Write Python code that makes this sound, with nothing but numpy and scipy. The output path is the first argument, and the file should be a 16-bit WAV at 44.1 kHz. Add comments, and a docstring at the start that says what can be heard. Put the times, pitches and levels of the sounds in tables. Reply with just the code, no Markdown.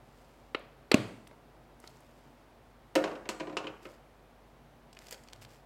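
"""Opening a plastic food box

On a wooden table in a quiet kitchen, two latches slip free and ring; the second flap slaps the
box, which thumps on the table. The lid is lifted off and laid aside, where it clatters and rocks,
each impact exciting its bending modes. Fingers peel back baking paper, whose creases snap faintly.
Diffuse wall echoes follow the contacts, over room air and the hum of an appliance."""
import sys
import numpy as np
from scipy import signal
from scipy.fft import rfft, irfft, next_fast_len
from scipy.io import wavfile

SR = 44100
rng = np.random.default_rng(int(sys.argv[2]) if len(sys.argv) > 2 else 0)


def unload_audio(sound):
    """Save the sound as a 16-bit wav file, at the path given as the first command line argument."""
    columns = np.transpose(np.atleast_2d(sound))
    # keep every value between -1 and 1, then stretch to whole-number steps
    steps = np.round(np.clip(columns, -1, 1) * 32767)
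    wavfile.write(sys.argv[1], SR, steps.astype(np.int16))


N = 249165
TIME = np.arange(N) / SR

# Slips of a latch over the rim. Each row: start in seconds, level in dB, brightness in Hz.
LATCH_SLIPS = [(0.5470, -13.5, 2670), (0.5486, -14, 3030), (0.5505, -12.5, 2800), (0.9152, -6, 4340),
               (0.9168, -3.5, 4900), (0.9183, -19, 12900), (0.9192, -15.5, 5160)]
# Modes of a latch flap. Each row: frequency in Hz, gain in dB, T60 in seconds.
LATCH_MODES = [(374, 20, 0.012), (853, 11, 0.011), (1277, 15, 0.011), (1817, 6, 0.0071),
               (2150, 14.5, 0.0082), (2765, 14, 0.0076), (3280, -0.5, 0.0056), (3900, 12.5, 0.0097),
               (4280, 7, 0.0076), (5300, 1, .008), (7800, 10, 0.001676), (10880, 10, 0.003165),
               (13600, 5, .004)]
# Blows of the flap on the box. Each row: start in seconds, level in dB, brightness in Hz.
FLAP_SLAPS = [(0.9428, -7.5, 8200), (0.9436, -11.5, 7060), (0.9450, -10, 8900)]
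# Modes of the box wall. Each row: frequency in Hz, gain in dB, T60 in seconds.
BOX_MODES = [(1100, 15.5, 0.027), (1910, 12, 0.0068), (2570, 1, 0.014), (2640, 16, 0.0047),
             (4450, 10, 0.0032), (6400, 10, 0.00305), (8070, 2.5, 0.0027), (8780, 4.5, 0.0033),
             (12700, 11, 0.0026)]
# Snaps as the room's walls receive them. Each row: start in seconds, level in dB, brightness in Hz.
WALL_SNAPS = [(0.5480, -11, 3670), (0.9170, 1, 4400), (0.9435, -4, 11000)]
# Spectrum of those snaps. Each row: frequency in Hz, gain in dB.
WALL_SNAP_COLOUR = [(100, -12), (250, -1), (550, 9), (850, -5), (1200, 0.5), (1600, -2), (2100, 3.5),
                    (2750, 6), (3600, 3), (4400, 3.5), (5700, -6.5), (8000, -4.5), (11000, -11.5),
                    (16000, -5.5)]
# Impact of the box on the table. Each row: start in seconds, level in dB, brightness in Hz.
BOX_DROP = [(0.9428, -4, 447)]
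# Modes of the box on the table. Each row: frequency in Hz, gain in dB, T60 in seconds.
THUMP_MODES = [(144, 19, 0.021), (251.2, 39.6, 0.029), (378, 27, 0.057), (613.7, 39.3, 0.068)]
# Knocks of the lid. Each row: start in seconds, thud and clack levels in dB, brightness in Hz.
LID_KNOCKS = [(2.9541, -1.5, -7.5, 14200), (2.9582, 4, -3, 3630), (3.0400, -6, -7.5, 4020),
              (3.2558, -17, -23, 2570), (3.2900, -15, -8.5, 10500), (3.399, -12, -21, 6000),
              (3.4050, -11, -13, 2860), (3.569, -13.5, -9, 5400), (3.6440, -10, -18.5, 2210),
              (3.6702, -14, -17.5, 3300), (3.8537, -22.5, -21.5, 2900)]
# Runs of rocking. Each row: start in seconds, mean gap in seconds, first thud and clack levels in dB.
LID_ROCKING = [(3.077, .037, -15, -19.5), (3.4713, .027, -14, -23)]
# Low modes of the lid. Each row: frequency in Hz, relative gain in dB, T60 in seconds.
LID_MODES = [(162.6, 21, 0.36), (228, 9, 0.17), (308.5, 28, 0.26), (350, 25.5, 0.17), (412, 17.5, 0.059),
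             (485, 6, 0.078), (532.2, 23.5, 0.2), (594.4, 15.5, 0.068), (618, 14.5, 0.052), (741, 13, 0.18),
             (940, 18.5, 0.22), (1021, 18.5, 0.076), (1260, 6, 0.04)]
# Envelope of the lid's crowded upper modes. Each row: frequency in Hz, relative gain in dB.
CLACK_COLOUR = [(90, -44), (200, 14.5), (400, 15), (800, 10), (1200, 11), (1700, 9), (2300, 10),
                (2800, 11.5), (3400, 6.5), (4500, 5), (7500, 3.5), (10000, -4), (16000, -7)]
# Loose flaps striking the fallen lid. Each row: start in seconds, level in dB.
FLAP_CLACKS = [(3.571, -9), (3.6694, -13.5)]
# Fingers and rim on the plastic. Each row: start in seconds, relative level in dB, pitch in Hz.
FINGER_TICKS = [(0.594, -30, 9010), (1.271, -17.5, 2500), (1.274, -20, 7800), (1.312, -12, 550),
                (1.801, -21, 8400), (1.84, -9, 674), (1.875, -10, 4500), (5.125, -12, 516)]
# Snaps of the big creases. 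Each row: start in seconds, relative level in dB, pitch in Hz.
BIG_CREASES = [(4.929, -12.5, 5500), (4.968, -12, 2400), (4.99, -8.5, 6130), (5.067, -9.5, 6100),
               (5.084, -9, 5300), (5.1095, 1, 9100), (5.1250, 1, 6260), (5.1435, -10, 3960),
               (5.2858, -12, 3660), (5.3262, -17, 4030), (5.3322, -3.5, 5230), (5.449, -10.5, 4130)]
# Spectrum of the paper. Each row: frequency in Hz, gain in dB.
PAPER_COLOUR = [(150, 12.5), (500, 17), (1200, 3), (2400, 1.5), (3300, -2), (4000, -6.5), (4900, -1.5),
                (6000, -8.5), (7500, -5.5), (10000, -13), (13000, -8.5), (16000, -13)]
# Sliding strokes of plastic or paper. Each row: start and length in seconds, relative level in dB.
SLIDES = [(0, 0.66, -67.5), (1.8, 0.19, -62), (1.914, 0.61, -68), (3.817, 0.08, -56), (3.884, 0.097, -61),
          (4.985, 0.19, -58), (5.106, 0.054, -48), (5.411, 0.039, -50.5), (5.478, 0.14, -60)]
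# Reverberation time of the kitchen. Each row: frequency in Hz, T60 in seconds.
ROOM_T60 = [(80, .5), (210, 0.71), (560, 0.5045), (1500, 0.6), (3900, 0.47), (10000, 0.8), (16000, 0.6)]
# Spectrum of the reverberation. Each row: frequency in Hz, gain in dB.
ROOM_COLOUR = [(50, -12), (80, -8), (108, 17), (150, 3.5), (250, 0), (500, 4.5), (1000, 8), (3000, -4.5),
               (8000, -5.5), (16000, -5.5)]
# Noise of the room air. Each row: frequency in Hz, relative spectral density in dB.
AIR_COLOUR = [(15, -34), (30, -36), (45, -11), (68, -8.5), (90, -16.5), (135, -3), (190, -14.5),
              (240, -8.5), (400, -11.5), (690, -10.5), (1500, -20.5), (3500, -29.5), (7000, -38.5),
              (15000, -41)]
# Tones of an appliance motor. Each row: frequency in Hz, RMS level in dB.
MOTOR_HUM = [(48.4, -65.5), (102, -76), (237, -73)]


def latches():
    """Stick-slip friction: each latch jerks over the rim and excites the modes of its flap."""
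    force = contacts(LATCH_SLIPS, grit_db=0.5, grit_s=0.0024)
    return highpass(ring(force, LATCH_MODES), 220)   # a small flap radiates no bass


def flap_slap():
    """Impact excitation: the freed flap sets the box wall into free vibration."""
    return ring(contacts(FLAP_SLAPS, grit_db=1.5, grit_s=0.0008), BOX_MODES)


def snaps_to_walls():
    """Directivity: the walls receive each snap summed over all directions, with its own spectrum."""
    return colour(contacts(WALL_SNAPS, grit_db=-24.5, grit_s=0.002), WALL_SNAP_COLOUR)


def box_thump():
    """Recoil drops the full box on the table, a soft impact that excites low modes."""
    force = contacts(BOX_DROP, grit_db=-33.5, grit_s=0.0037)
    return highpass(-ring(force, THUMP_MODES), 65)   # the table is too small to radiate deep bass


def lid_touches(loss_db=2, rock_bright_hz=3080, jitter_s=0.0022):
    """Dissipation weakens each touch of a rocking run. 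Returns knocks and touches, as in LID_KNOCKS."""
    touches = list(LID_KNOCKS)
    for start_s, gap_s, thud_db, clack_db in LID_ROCKING:
        for k in range(3):
            s = start_s + k * (gap_s + jitter_s * rng.standard_normal())
            touches.append((s, thud_db - k * loss_db, clack_db - k * loss_db, rock_bright_hz))
    return touches


def lid_push(touches, base_hz=625, clack_db_per_octave=27, settle_octaves_per_s=0.66):
    """Bending force on the lid: its band lies higher for a sharper contact and falls as the lid settles."""
    push = np.zeros(N)
    landing_s = LID_KNOCKS[0][0]
    for s, thud_db, clack_db, _ in touches:
        blow = from_db(-4) * burst(0.0055)   # a little rattle
        blow[0] += 1
        octaves = (clack_db - thud_db) / clack_db_per_octave - settle_octaves_per_s * (s - landing_s)
        add(push, s, from_db(thud_db) * bandpass(blow, base_hz * 2 ** octaves, ratio=1.69))
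    return push


def lid_thuds(touches):
    """Modal radiation: the lid's low modes are heard directly, while the walls get a broad thud."""
    push = lid_push(touches)
    direct = from_db(2) * ring(push, LID_MODES, neighbour_sign=-1)
    to_walls = bandpass(push, 368, ratio=1.58)
    return direct, to_walls


def lid_clacks(touches, crack_s=0.0071, plate_s=0.021):
    """Modal overlap: after the click of an edge, the lid's upper modes merge into decaying noise."""
    strikes = np.zeros(N)
    for s, _, clack_db, bright_hz in touches:
        blow = burst(crack_s) + from_db(-4) * burst(plate_s)
        blow[0] += from_db(-9)   # the click
        add(strikes, s, from_db(clack_db) * lowpass(blow, bright_hz))
    return from_db(-2) * colour(strikes, CLACK_COLOUR)


def flap_clacks(pitch_hz=2750, decay_s=0.0064):
    """Narrow resonance: a loose flap buzzes briefly against the lid at its own pitch."""
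    out = np.zeros(N)
    for s, db in FLAP_CLACKS:
        buzz = bandpass(burst(decay_s), pitch_hz, ratio=1.09)
        add(out, s, from_db(db) * unit_energy(bandpass(buzz, pitch_hz, ratio=1.15)))
    return out


def finger_ticks(level_db=-15, decay_s=0.0028):
    """Brief contacts have broad spectra: fingers tick, and the lifting lid brushes the rim."""
    out = np.zeros(N)
    rim_ticks = scattered(start_s=1.8, end_s=2.02, db=-30.5, hz=7600, count=6)
    for s, db, hz in list(FINGER_TICKS) + rim_ticks:
        tick = bandpass(burst(decay_s), hz, ratio=1.22)
        add(out, s, from_db(db + level_db) * unit_energy(bandpass(tick, hz, ratio=3.5)))
    return out


def paper_creases(level_db=-14, decay_s=0.0026):
    """Buckling: each crease of the peeled paper gives way in a snap at its own pitch."""
    snaps = np.zeros(N)
    small_creases = scattered(start_s=4.93, end_s=5.37, db=-23, hz=4700, count=14)
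    for s, db, hz in list(BIG_CREASES) + small_creases:
        fibres = burst(decay_s)
        fibres *= rng.exponential(1, len(fibres)) ** 2   # a few give way much harder than the rest
        add(snaps, s, from_db(db + level_db) * unit_energy(bandpass(fibres, hz, ratio=1.49)))
    return snaps


def sliding_rustle(grains_per_s=6000, spread_db=5.5, centre_hz=5500, attack_share=0.21):
    """Sliding friction: tiny impulses of uneven size merge into a rustle that swells with each stroke."""
    sizes = from_db(spread_db * np.minimum(rng.exponential(1, N), 4))
    signs = rng.choice([-1, 1], N)
    grains = sizes * signs * (rng.random(N) < grains_per_s / SR)
    strokes = np.zeros(N)
    for s, length_s, db in SLIDES:
        attack_s = attack_share * length_s
        strokes += from_db(db) * swell(s, length_s, attack_s, length_s - attack_s)
    return unit_rms(bandpass(grains, centre_hz, ratio=2.25)) * strokes


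def pull_drone(pitch_hz=109.5, level_db=-60.5):
    """Narrow-band noise is heard as a pitch: a faint rumble swells while the paper is pulled."""
    rumble = bandpass(rng.standard_normal(N), pitch_hz, ratio=1.1)
    rumble = unit_rms(bandpass(rumble, pitch_hz, ratio=1.1))
    return from_db(level_db) * rumble * swell(start_s=5.24, length_s=0.32, attack_s=0.11, release_s=0.11)


def kitchen_echoes(x, first_echo_s=0.0011, build_s=0.002, size=36000):
    """Reverberation: a diffuse field builds after a short gap and decays exponentially in each band."""
    t = TIME[:size]
    spectrum = rfft(rng.standard_normal(size))
    freqs = np.arange(size // 2 + 1) * SR / size
    centres = np.geomspace(60, 16000, 9)
    tail = np.zeros(size)
    for hz, share in zip(centres, np.eye(len(centres))):
        band = irfft(spectrum * at_hz(np.c_[centres, share], freqs))
        tail += band * from_db(-60 * t / at_hz(ROOM_T60, hz))
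    tail *= 1 - np.exp(-np.maximum(t - first_echo_s, 0) / build_s)
    return signal.fftconvolve(x, colour(unit_energy(tail), ROOM_COLOUR))[:N]


def air_and_hum(air_db=-59.5, waver_depth=0.023, waver_hz=9.3):
    """Ambient noise: steady room air, and motor tones slightly modulated in amplitude and phase."""
    out = from_db(air_db) * unit_rms(colour(rng.standard_normal(N), AIR_COLOUR))
    for hz, db in MOTOR_HUM:
        waver = waver_depth * unit_rms(lowpass(rng.standard_normal(N), waver_hz))
        out += from_db(db) * np.sqrt(2) * (1 + waver) * np.sin(2 * np.pi * hz * TIME + waver)
    return out


def contacts(rows, grit_db, grit_s):
    """Contact force: an impulse trailed by grit; the softer the contact, the less its treble."""
    force = np.zeros(N)
    for s, db, bright_hz in rows:
        blow = from_db(grit_db) * burst(grit_s)
        blow[0] += 1
        add(force, s, from_db(db) * lowpass(blow, bright_hz, order=3))
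    return force


def ring(force, modes, neighbour_sign=1):
    """Superposition of damped modes; alternating signs fill the valleys between their peaks."""
    out = np.zeros(N)
    for k, (hz, db, t60) in enumerate(modes):
        radius = from_db(-60 / (t60 * SR))
        zeros = np.array([1, 0, -1]) * (1 - radius ** 2) / 2
        poles = [1, -2 * radius * np.cos(2 * np.pi * hz / SR), radius ** 2]
        out += neighbour_sign ** k * from_db(db) * signal.lfilter(zeros, poles, force + 1e-18)
    return out


def scattered(start_s, end_s, db, hz, count, spread_db=4.5, spread_octaves=0.4):
    """Contacts of random force and stiffness. Each row: start in seconds, level in dB, pitch in Hz."""
    times = start_s + (end_s - start_s) * (np.arange(count) + rng.random(count)) / count
    deviations = np.clip(rng.standard_normal((count, 2)), -2, 2)
    return [(s, db + spread_db * force, hz * 2 ** (spread_octaves * stiffness))
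            for s, (force, stiffness) in zip(times, deviations)]


def burst(decay_s, size=8192):
    """A crowd of tiny contacts, as exponentially decaying noise of unit energy."""
    return unit_energy(rng.standard_normal(size) * np.exp(-TIME[:size] / decay_s))


def swell(start_s, length_s, attack_s, release_s):
    """Envelope with a quarter-sine attack and release."""
    ramp = np.minimum((TIME - start_s) / attack_s, (start_s + length_s - TIME) / release_s)
    return np.sin(np.pi / 2 * np.clip(ramp, 0, 1))


def colour(x, points):
    """Minimum-phase filter: folding the cepstrum makes the given spectrum causal."""
    size = next_fast_len(2 * len(x), real=True) // 2 * 2
    freqs = np.arange(size // 2 + 1) * SR / size
    cepstrum = irfft(np.log(from_db(at_hz(points, freqs))))
    cepstrum[1:size // 2] *= 2
    cepstrum[size // 2 + 1:] = 0
    return irfft(rfft(x, size) * np.exp(rfft(cepstrum)))[:len(x)]


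def lowpass(x, hz, order=2):
    """Attenuation above a cutoff."""
    return signal.sosfilt(signal.butter(order, min(hz, 0.45 * SR), fs=SR, output="sos"), x)


def highpass(x, hz):
    """Attenuation below a cutoff."""
    return signal.sosfilt(signal.butter(2, hz, "high", fs=SR, output="sos"), x)


def bandpass(x, hz, ratio):
    """A resonant band reaching a given frequency ratio to either side of its centre."""
    edges = [hz / ratio, min(hz * ratio, 0.45 * SR)]
    return signal.sosfilt(signal.butter(1, edges, "band", fs=SR, output="sos"), x)


def at_hz(points, hz):
    """Interpolation of a table on a log-frequency axis."""
    freqs, values = np.transpose(points)
    return np.interp(np.log(np.maximum(hz, 1)), np.log(freqs), values)


def add(track, s, sound):
    """Superposition of a sound on a track, starting at s seconds."""
    start = round(s * SR)
    track[start:start + len(sound)] += sound[:max(N - start, 0)]


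def from_db(db):
    """Decibels to amplitude ratio."""
    return 10 ** (np.asarray(db) / 20)


def unit_energy(x):
    """Normalisation to the energy of a unit impulse."""
    return x / np.sqrt(np.sum(x ** 2) + 1e-20)


def unit_rms(x):
    """Normalisation to unit mean power."""
    return unit_energy(x) * np.sqrt(len(x))


def scene():
    """Direct and reverberant fields add: the box is close; the lid, farther off, stirs more of the room."""
    touches = lid_touches()
    thump = box_thump()
    clacks = lid_clacks(touches)
    crackle = colour(paper_creases() + sliding_rustle(), PAPER_COLOUR)
    handling = crackle + finger_ticks() + flap_clacks()
    thuds, thuds_to_walls = lid_thuds(touches)
    to_walls = (snaps_to_walls() + from_db(-14) * thump + from_db(9) * thuds_to_walls
                + from_db(-7) * clacks + from_db(-8) * handling)
    direct = latches() + flap_slap() + thump + thuds + clacks + handling
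    return (direct + kitchen_echoes(to_walls) + pull_drone() + air_and_hum())[None]


def record(dry, ceiling=0.6, cutoff_hz=16000):
    """Soft saturation rounds the loudest peaks, and a steep low-pass cuts the top."""
    rounded = dry / (1 + (dry / ceiling) ** 4) ** (1 / 4)
    return signal.sosfilt(signal.ellip(10, 0.1, 90, cutoff_hz, fs=SR, output="sos"), rounded)


dry = scene()
out = record(dry)
unload_audio(out)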